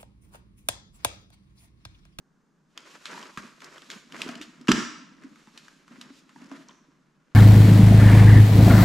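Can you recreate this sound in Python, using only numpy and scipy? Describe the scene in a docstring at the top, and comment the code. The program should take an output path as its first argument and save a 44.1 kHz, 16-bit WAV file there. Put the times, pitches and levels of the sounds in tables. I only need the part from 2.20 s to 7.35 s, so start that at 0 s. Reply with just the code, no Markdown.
"""Handling a motorcycle helmet

A helmet with a camera mount is turned over in the hands in a workshop. Palms and sleeves
rub the shell, plastic fittings click and fingers bump the hollow shell. Once, the visor
swings shut with a thud and a double snap. The room echoes over a faint rush of ventilation."""
import sys
import numpy as np
from scipy import signal
from scipy.fft import rfft, irfft, next_fast_len
from scipy.io import wavfile
from scipy.ndimage import map_coordinates

SR = 44100
rng = np.random.default_rng(int(sys.argv[2]) if len(sys.argv) > 2 else 0)


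def materialize(psi):
    """Save the field psi as 16-bit PCM at rate SR to the path in sys.argv[1].

    A 1-D psi becomes a single channel; in a 2-D psi each row is a channel.
    """
    bounded = np.clip(np.atleast_2d(psi).T, -1, 1)
    quanta = np.round(bounded * 32767).astype(np.int16)
    wavfile.write(sys.argv[1], SR, quanta)


N = 227096
T = np.arange(SR // 2) / SR  # half a second of time for one short sound

# The tone of cracking plastic. Each row: frequency in Hz, level in dB.
CRACK_TONE = [(40, -23), (200, -10.5), (500, -4.5), (750, -7), (1200, 7), (3000, 0.5), (7200, -1),
              (8600, -7.5), (13000, -13), (16000, -36.5)]


def amp(db):
    """Turn decibels into a number to multiply by."""
    return 10 ** (np.asarray(db) / 20)


def unit(x):
    """Scale a sound so its average strength (rms) is 1."""
    return x / np.sqrt(np.mean(x ** 2) + 1e-20)


def along(points, hz):
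    """Read between rows of frequency and value, on a log frequency scale."""
    freqs, values = np.transpose(points)
    return np.interp(np.log(hz + 1), np.log(freqs + 1), values)


def fade(t, t60):
    """Die away by 60 dB in t60 seconds, the fade time."""
    return np.exp(-np.log(1000) * t / np.maximum(t60, 1e-3))


def wobble(rate):
    """A smooth curve through rate random points a second."""
    points = rng.standard_normal(int(N * rate / SR) + 4)
    return map_coordinates(points, [np.arange(N) * rate / SR])


def filtered(x, gain):
    """Turn each frequency up or down by gain(hz)."""
    n = x.shape[-1]
    size = next_fast_len(n + SR // 4)
    return irfft(rfft(x, size) * gain(np.fft.rfftfreq(size, 1 / SR)), size)[..., :n]


def struck(x, gain):
    """Filter a short sound so that nothing is heard before it starts."""
    size = 2 * len(x)
    log_gain = np.log(np.maximum(gain(np.fft.rfftfreq(size, 1 / SR)), 1e-6))
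    cepstrum = irfft(log_gain)
    cepstrum[1:size // 2] *= 2  # move all ringing to after the hit
    cepstrum[size // 2 + 1:] = 0
    return irfft(rfft(x, size) * np.exp(rfft(cepstrum)))[:len(x)]


def spread(pair):
    """Blend two unrelated sounds into left and right, most alike in the bass."""
    # Each row: frequency in Hz, how alike the sides are (1 means the same).
    likeness = [(200, 0.83), (600, 0.72), (2000, 0.56), (5000, 0.78), (9000, 0.8), (13000, 0.35)]
    angle = lambda hz: np.arccos(np.clip(along(likeness, hz), -1, 1)) / 2
    mid, side = filtered(pair, lambda hz: np.array([np.cos(angle(hz)), np.sin(angle(hz))]))
    return np.array([mid + side, mid - side])


def plastic(hz):
    """How strongly the visor and fittings ring at each frequency."""
    # Their quickly dying tones. Each row: pitch in Hz, width in Hz, level in dB.
    tones = [(1000, 228, -4), (1322, 57, -4.5), (1623, 76, -3), (2140, 410, -22.5), (2840, 220, -18.5),
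             (3030, 200, -3), (3326, 200, -7.5), (3466, 250, -10), (4900, 510, -9), (5340, 620, -16),
             (6700, 1100, -16)]
    power = sum(amp(db) ** 2 / (1 + ((hz - pitch) / max(width, pitch / 20)) ** 2) ** 2
                for pitch, width, db in tones)
    return np.sqrt(power)


def crack(ring_db, top_hz):
    """The gain curve of a plastic crack: ringing added, highs softened."""
    return lambda hz: (amp(along(CRACK_TONE, hz)) * (1 + amp(ring_db) * plastic(hz))
                       / np.hypot(1, hz / top_hz))


def contact(t60, gain, grit):
    """A hard tap with a short gritty skid, filtered by gain; its peak is near 1."""
    skid = rng.standard_normal(len(T)) * fade(T, t60)
    force = grit * skid / np.linalg.norm(skid)
    force[0] += 1
    tap = struck(force, gain)
    return tap / (2.8 * np.std(tap[:SR // 300]))


def ventilation(level_db=-68):
    """A faint, steady rush of air."""
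    # The air's tone. Each row: frequency in Hz, level in dB.
    air_tone = [(25, -8.5), (60, -11), (115, -25), (145, 5.5), (240, -2.5), (400, -9.5), (700, -17),
                (1200, -14), (1650, -16.5), (2400, -30), (4000, -31), (6500, -28), (10000, -41.5),
                (15000, -48)]
    noise = spread(rng.standard_normal((2, N)))
    return amp(level_db) * unit(filtered(noise, lambda hz: amp(along(air_tone, hz))))


def friction(tone, slips_per_s, slip_db, flutter_db):
    """Rubbing noise: tiny slips of uneven size on top of a smooth hiss."""
    slips = (rng.random(N) < slips_per_s / SR) * rng.standard_normal(N)
    force = spread(rng.standard_normal((2, N))) + amp(slip_db) * unit(slips)
    flutter = amp(flutter_db * wobble(60))
    return unit(filtered(force * flutter, lambda hz: amp(along(tone, hz))))


def swish(peak_s, length):
    """Cloth grows louder, then fades evenly, around its fastest moment."""
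    distance = np.abs(np.arange(N) / SR - peak_s) / length
    return (1 + 2.9 * distance) * np.exp(-2.6 * distance)


def slide(start, length, rise_s=0.033, slow_s=0.054):
    """A palm gathers speed, keeps it, then slows to rest."""
    t = np.arange(N) / SR - start
    return np.clip(t / rise_s, 0, 1) * np.exp(-np.maximum(t - length, 0) / slow_s)


def rubbing():
    """Sleeves hiss; sliding palms scrape the shell, make it creak and stir its hollow."""
    # A restless grip keeps the rubbing faintly going. Each row: time in seconds, level in dB.
    grip = [(0, -89), (.5, -84), (.6, -70.5), (2.3, -63.5), (3.0, -72.5), (4.4, -65.5), (4.7, -73),
            (5.0, -78), (5.15, -73.5)]
    # Sleeves pass by. Each row: fastest moment in seconds, length in seconds, level in dB.
    swishes = [(0.536, 0.059, -76), (0.715, 0.079, -57), (0.958, 0.17, -52.5), (1.227, .16, -58.5),
               (1.442, 0.053, -60), (1.6, 0.19, -60.5), (1.742, 0.078, -54), (2.015, 0.089, -51),
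               (2.233, 0.029, -66), (3.196, .15, -66), (3.427, 0.24, -63), (3.788, .12, -64.5),
               (3.968, 0.061, -60), (4.2, 0.12, -65.5), (4.38, 0.094, -62.5)]
    # Palms change grip. Each row: start and length in seconds, scrape and hollow levels in dB.
    slides = [(0.547, 0.51, -58, -85), (0.866, 0.16, -46.5, -54), (1.157, .08, -52.5, -51.5),
              (1.404, 0.035, -50.5, -62), (1.494, 0.13, -56, -74), (1.682, 0.044, -50, -55),
              (1.917, .16, -47, -46.5), (2.082, .09, -53, -47.5), (2.184, 0.036, -55, -54),
              (2.375, 0.75, -66.5, -53), (2.987, 0.038, -61, -48), (3.156, .37, -67.5, -65),
              (3.686, .2, -61.5, -52.5), (4.153, 0.21, -59.5, -54.5), (4.296, 0.066, -56.5, -44.5),
              (4.457, .07, -65.5, -68)]
    # The tones of palm, cloth and hollow shell. Each row: frequency in Hz, level in dB.
    scrape_tone = [(40, -44), (115, -31), (160, -19), (350, 3), (470, -3), (610, -1.5), (780, -8.5),
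                   (980, -1), (1200, 0.5), (1600, -0.5), (2300, -5.5), (3300, -13), (6000, -20.5),
                   (15000, -44.5)]
    sleeve_tone = [(800, -31.5), (2500, 1), (4000, -1), (7300, -4), (8600, -12), (12500, -18), (15500, -34)]
    hollow_tone = [(40, -37), (115, -32.5), (150, -5.5), (230, 1), (275, -0.5), (340, -8), (450, -30.5),
                   (1000, -41.5), (4000, -69.5)]
    unrest = amp(np.interp(np.arange(N) / SR, *np.transpose(grip)))
    sliding = np.sqrt(sum((amp(db) * slide(s, length)) ** 2 for s, length, db, _ in slides))
    pressing = np.sqrt(sum((amp(db) * slide(s, length)) ** 2 for s, length, _, db in slides))
    swishing = np.sqrt(sum((amp(db) * swish(s, length)) ** 2 for s, length, db in swishes))
    scrape = friction(scrape_tone, slips_per_s=440, slip_db=-5.5, flutter_db=2.6)
    scrape *= amp(2.57) * np.hypot(sliding, unrest)
    sleeve = friction(sleeve_tone, slips_per_s=1600, slip_db=-8, flutter_db=1.0)
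    sleeve *= np.hypot(swishing, amp(-6) * unrest)
    hollow = friction(hollow_tone, slips_per_s=54, slip_db=-10.5, flutter_db=3)
    hollow *= amp(-1.5) * np.hypot(pressing, amp(6) * unrest)
    return scrape + amp(-10.5) * sliding * creaks() + sleeve + hollow


def creaks(slips_per_s=70, size_db=3):
    """Plastic sticks and slips in scattered creaks, some louder than others."""
    slips = rng.random(N) < slips_per_s / SR
    sizes = amp(size_db * np.minimum(rng.exponential(size=N), 2))
    creak = contact(0.0014, crack(ring_db=5, top_hz=4000), grit=1.8)
    return unit(room(signal.fftconvolve(slips * sizes, creak)[:N], echo_db=-9.5))


def fittings(focus_db=11, ring_db=2, octaves=0.61, thinness=0.72, rattle_delay_s=0.007):
    """Mount, buckle and vents click, each around its own pitch; loose parts rattle after."""
    # Each row: start in seconds, level in dB, pitch in Hz, rattle size compared with the click.
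    clicks = [(.576, -21, 2900, 0.12), (.856, -19, 2720, 0.49), (0.978, -27.5, 1300, .2),
              (1.028, -29, 3760, 0.26), (1.174, -16.5, 1490, 0.49), (1.405, -35, 2840, 0.17),
              (1.419, -29, 1380, .1), (1.444, -30, 5600, 0.22), (1.5803, -31.5, 2564, .05),
              (1.620, -34, 3480, .05), (1.702, -21, 3215, .5), (1.716, -25.5, 2536, 0.32),
              (1.923, -27, 2870, 0.062), (1.965, -28, 1934, .1), (2.018, -13, 2910, 0.14),
              (2.089, -22, 1810, 0.47), (2.154, -25.5, 2200, 0.15), (2.214, -23, 2876, 0.58),
              (2.413, -39.5, 4590, 0.22), (2.473, -24.5, 2576, 0.22), (3.036, -35, 1490, 0.34),
              (3.158, -39, 1750, 0.16), (3.272, -38, 800, 0.54), (3.376, -27, 3370, 0.28),
              (3.482, -31, 1690, 0.065), (3.679, -37.5, 1213, 0.48), (3.813, -24.5, 3130, 0.24),
              (4.093, -40, 1510, 0.55), (4.315, -29.5, 1114, 0.58)]
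    track = np.zeros(N)
    for start, db, pitch, rattle in clicks:
        def gain(hz):
            """Low clicks are duller, high ones thinner."""
            focus = amp(focus_db) / (1 + (np.log2((hz + 1) / pitch) / octaves) ** 4)
            ring = focus * (0.3 + amp(ring_db) * plastic(hz)) / 2
            treble_cut = np.hypot(1, hz / (1.6 * pitch))
            bass_cut = np.hypot(1, thinness * pitch / (hz + 100))
            return (amp(along(CRACK_TONE, hz)) + ring) / treble_cut / bass_cut
        level = amp(db - 4.5)
        add(track, start, level * contact(0.017, gain, grit=3.7))
        add(track, start + rattle_delay_s, rattle * level * contact(0.12, gain, grit=3.0))
    return track


def ticks(sharpness=12):
    """Some taps ring briefly at a single pitch."""
    # Each row: start in seconds, level in dB, pitch in Hz.
    taps = [(.945, -33, 935), (.977, -26, 996), (1.028, -34.5, 1070), (2.018, -21.5, 2790),
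            (2.062, -36.5, 420), (2.091, -32.5, 669), (2.4845, -12, 2730), (4.160, -39, 915),
            (4.161, -43, 1710), (4.316, -38, 642), (4.486, -39.5, 6030), (4.488, -48, 4390),
            (4.492, -40, 1029), (4.494, -45, 3220), (4.508, -47, 3300)]
    track = np.zeros(N)
    for start, db, pitch in taps:
        ring = lambda hz: 1 / (1 + (sharpness * (hz / pitch - 1)) ** 2)
        add(track, start, amp(db) * contact(0.0077, ring, grit=0.49))
    return track


def bumps(rise_s=0.0019, free_t60=0.17, halving_db=-40, jolt_hz=58, jolt_t60=0.085):
    """Fingers, and once the latching visor, make the hollow shell boom and jolt."""
    # Each row: start in seconds, level in dB, pitch in Hz, jolt compared with the boom in dB.
    blows = [(1.174, -23, 202, -25), (2.061, -26.5, 254, -32), (2.089, -27, 244, -37),
             (2.208, -30, 294, -31), (2.407, -37, 267, -35), (2.52, -27, 235.6, -6),
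             (3.042, -35.5, 282.4, -40.5), (3.274, -40, 230, -31), (3.708, -38, 246, -37),
             (3.782, -37, 240, -34), (3.902, -38, 270, -37), (4.218, -37.5, 269, -52),
             (4.315, -32.5, 271.3, -54), (4.683, -48.5, 282, -35.5)]
    track = np.zeros(N)
    for start, db, hz, jolt_db in blows:
        t60 = free_t60 / (1 + amp(jolt_db - halving_db))  # a harder jolt means a shorter boom
        onset = 1 - np.exp(-(T / rise_s) ** 2)
        boom = np.sin(2 * np.pi * hz * T) * fade(T, t60) * onset
        jolt = np.sin(2 * np.pi * jolt_hz * T) * fade(T, jolt_t60)
        add(track, start, amp(db + 1) * (cut_deep_bass(boom) + amp(jolt_db) * jolt))
    return track


def cut_deep_bass(x, edge_hz=135):
    """Take the deep bass out of the boom."""
    return struck(x, lambda hz: 1 / np.hypot(1, (edge_hz / (hz + 1)) ** 4))


def visor():
    """The visor meets its seal, then latches; each snap takes its own paths round the room."""
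    # Each row: start in seconds, level in dB, fade time in seconds.
    snaps = [(2.4831, -14.5, 0.03), (2.4893, -12.5, 0.11), (2.513, -16, .03), (2.5172, -4, 0.018),
             (2.5196, -16, 0.011), (2.525, -18, 0.022)]
    heard = np.zeros((2, N))
    for start, db, t60 in snaps:
        track = np.zeros(N)
        add(track, start, amp(db) * contact(t60, crack(ring_db=13, top_hz=6000), grit=1.87))
        heard += room(track, echo_db=0)
    return heard


def thud(start=2.4878, level_db=-3.0, rise_s=0.0027, dull_hz=330):
    """The landing visor makes the padded shell boom, and nearby walls send it back duller."""
    # The shell's tones. Each row: pitch in Hz, level in dB, fade time in seconds.
    shell_tones = [(150.1, -14, 0.12), (210, -3, 0.068), (245.5, -2.5, 0.079), (235.7, -20, 0.44),
                   (289.3, -8.5, .12), (304, -18, 0.29), (356, -16.5, 0.2), (394.6, -22.5, 0.22),
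                   (618.5, -28.5, 0.12)]
    # Each row: delay in seconds, level in dB.
    wall_echoes = [(.045, -13.5), (.072, -21.5), (.097, -18.5)]
    track = np.zeros(N)
    ring = sum(amp(db) * np.sin(2 * np.pi * hz * T) * fade(T, t60) for hz, db, t60 in shell_tones)
    boom = -amp(level_db) * cut_deep_bass(ring * (1 - np.exp(-T / rise_s)))
    add(track, start, boom)
    echo = struck(boom, lambda hz: 1 / np.hypot(1, (hz / dull_hz) ** 4))
    for delay, db in wall_echoes:
        add(track, start + delay, amp(db) * echo)
    return track


def room(x, echo_db, rise_s=0.0013, hold_s=0.072):
    """The direct sound plus echoes that hold while the far walls answer, then die away."""
    # How long echoes last. Each row: frequency in Hz, fade time in seconds.
    fade_times = [(100, 0.32), (200, 0.25), (400, 0.51), (1200, 0.68), (3000, 0.7), (7000, 0.62),
                  (12000, 0.42)]
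    # How strong they are. Each row: frequency in Hz, level in dB.
    echo_tone = [(40, -13), (115, -18.5), (150, -10), (300, -8), (500, -8), (800, -3), (1300, -5),
                 (2200, -3.5), (3000, -8.5), (4500, -4.5), (7000, -3), (13000, -10.5)]
    hz, t, noise = signal.stft(rng.standard_normal((2, SR)), SR, nperseg=256)
    shape = fade(np.maximum(t - hold_s, 0), along(fade_times, hz)[:, None])
    shape *= 1 - np.exp(-t / rise_s)
    shape /= np.sqrt(np.mean(shape ** 2, axis=1, keepdims=True) * SR)
    tail = spread(signal.istft(noise * shape, SR, nperseg=256)[1])
    tail = filtered(tail, lambda f: amp(along(echo_tone, f)))
    echoes = signal.fftconvolve(x[None], tail, axes=1)[:, :N]
    scatter = rng.standard_normal(SR // 700)  # near surfaces colour left and right differently
    near = np.convolve(x, scatter / np.linalg.norm(scatter))[:N]
    near = filtered(near, lambda f: f ** 2 / (f ** 2 + 700 ** 2))
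    return spread(np.array([x, near])) + amp(echo_db) * echoes


def add(track, start, sound):
    """Mix a sound into the track at start seconds."""
    part = track[round(start * SR):][:len(sound)]
    part += sound[:len(part)]


def scene():
    """The helmet is held slightly right of centre in the workshop."""
    closing = visor() + room(thud(), echo_db=0)
    handling = room(fittings(), echo_db=-5) + room(bumps(), echo_db=0.5)
    handling += room(ticks(), echo_db=-2) + rubbing()
    balance = amp([[-.3], [.3]])
    return (closing + handling) * balance + ventilation()


def record(dry, top_hz=15400):
    """The camera picks up nothing above top_hz."""
    return filtered(dry, lambda hz: hz < top_hz)


dry = scene()
out = record(dry)
materialize(out)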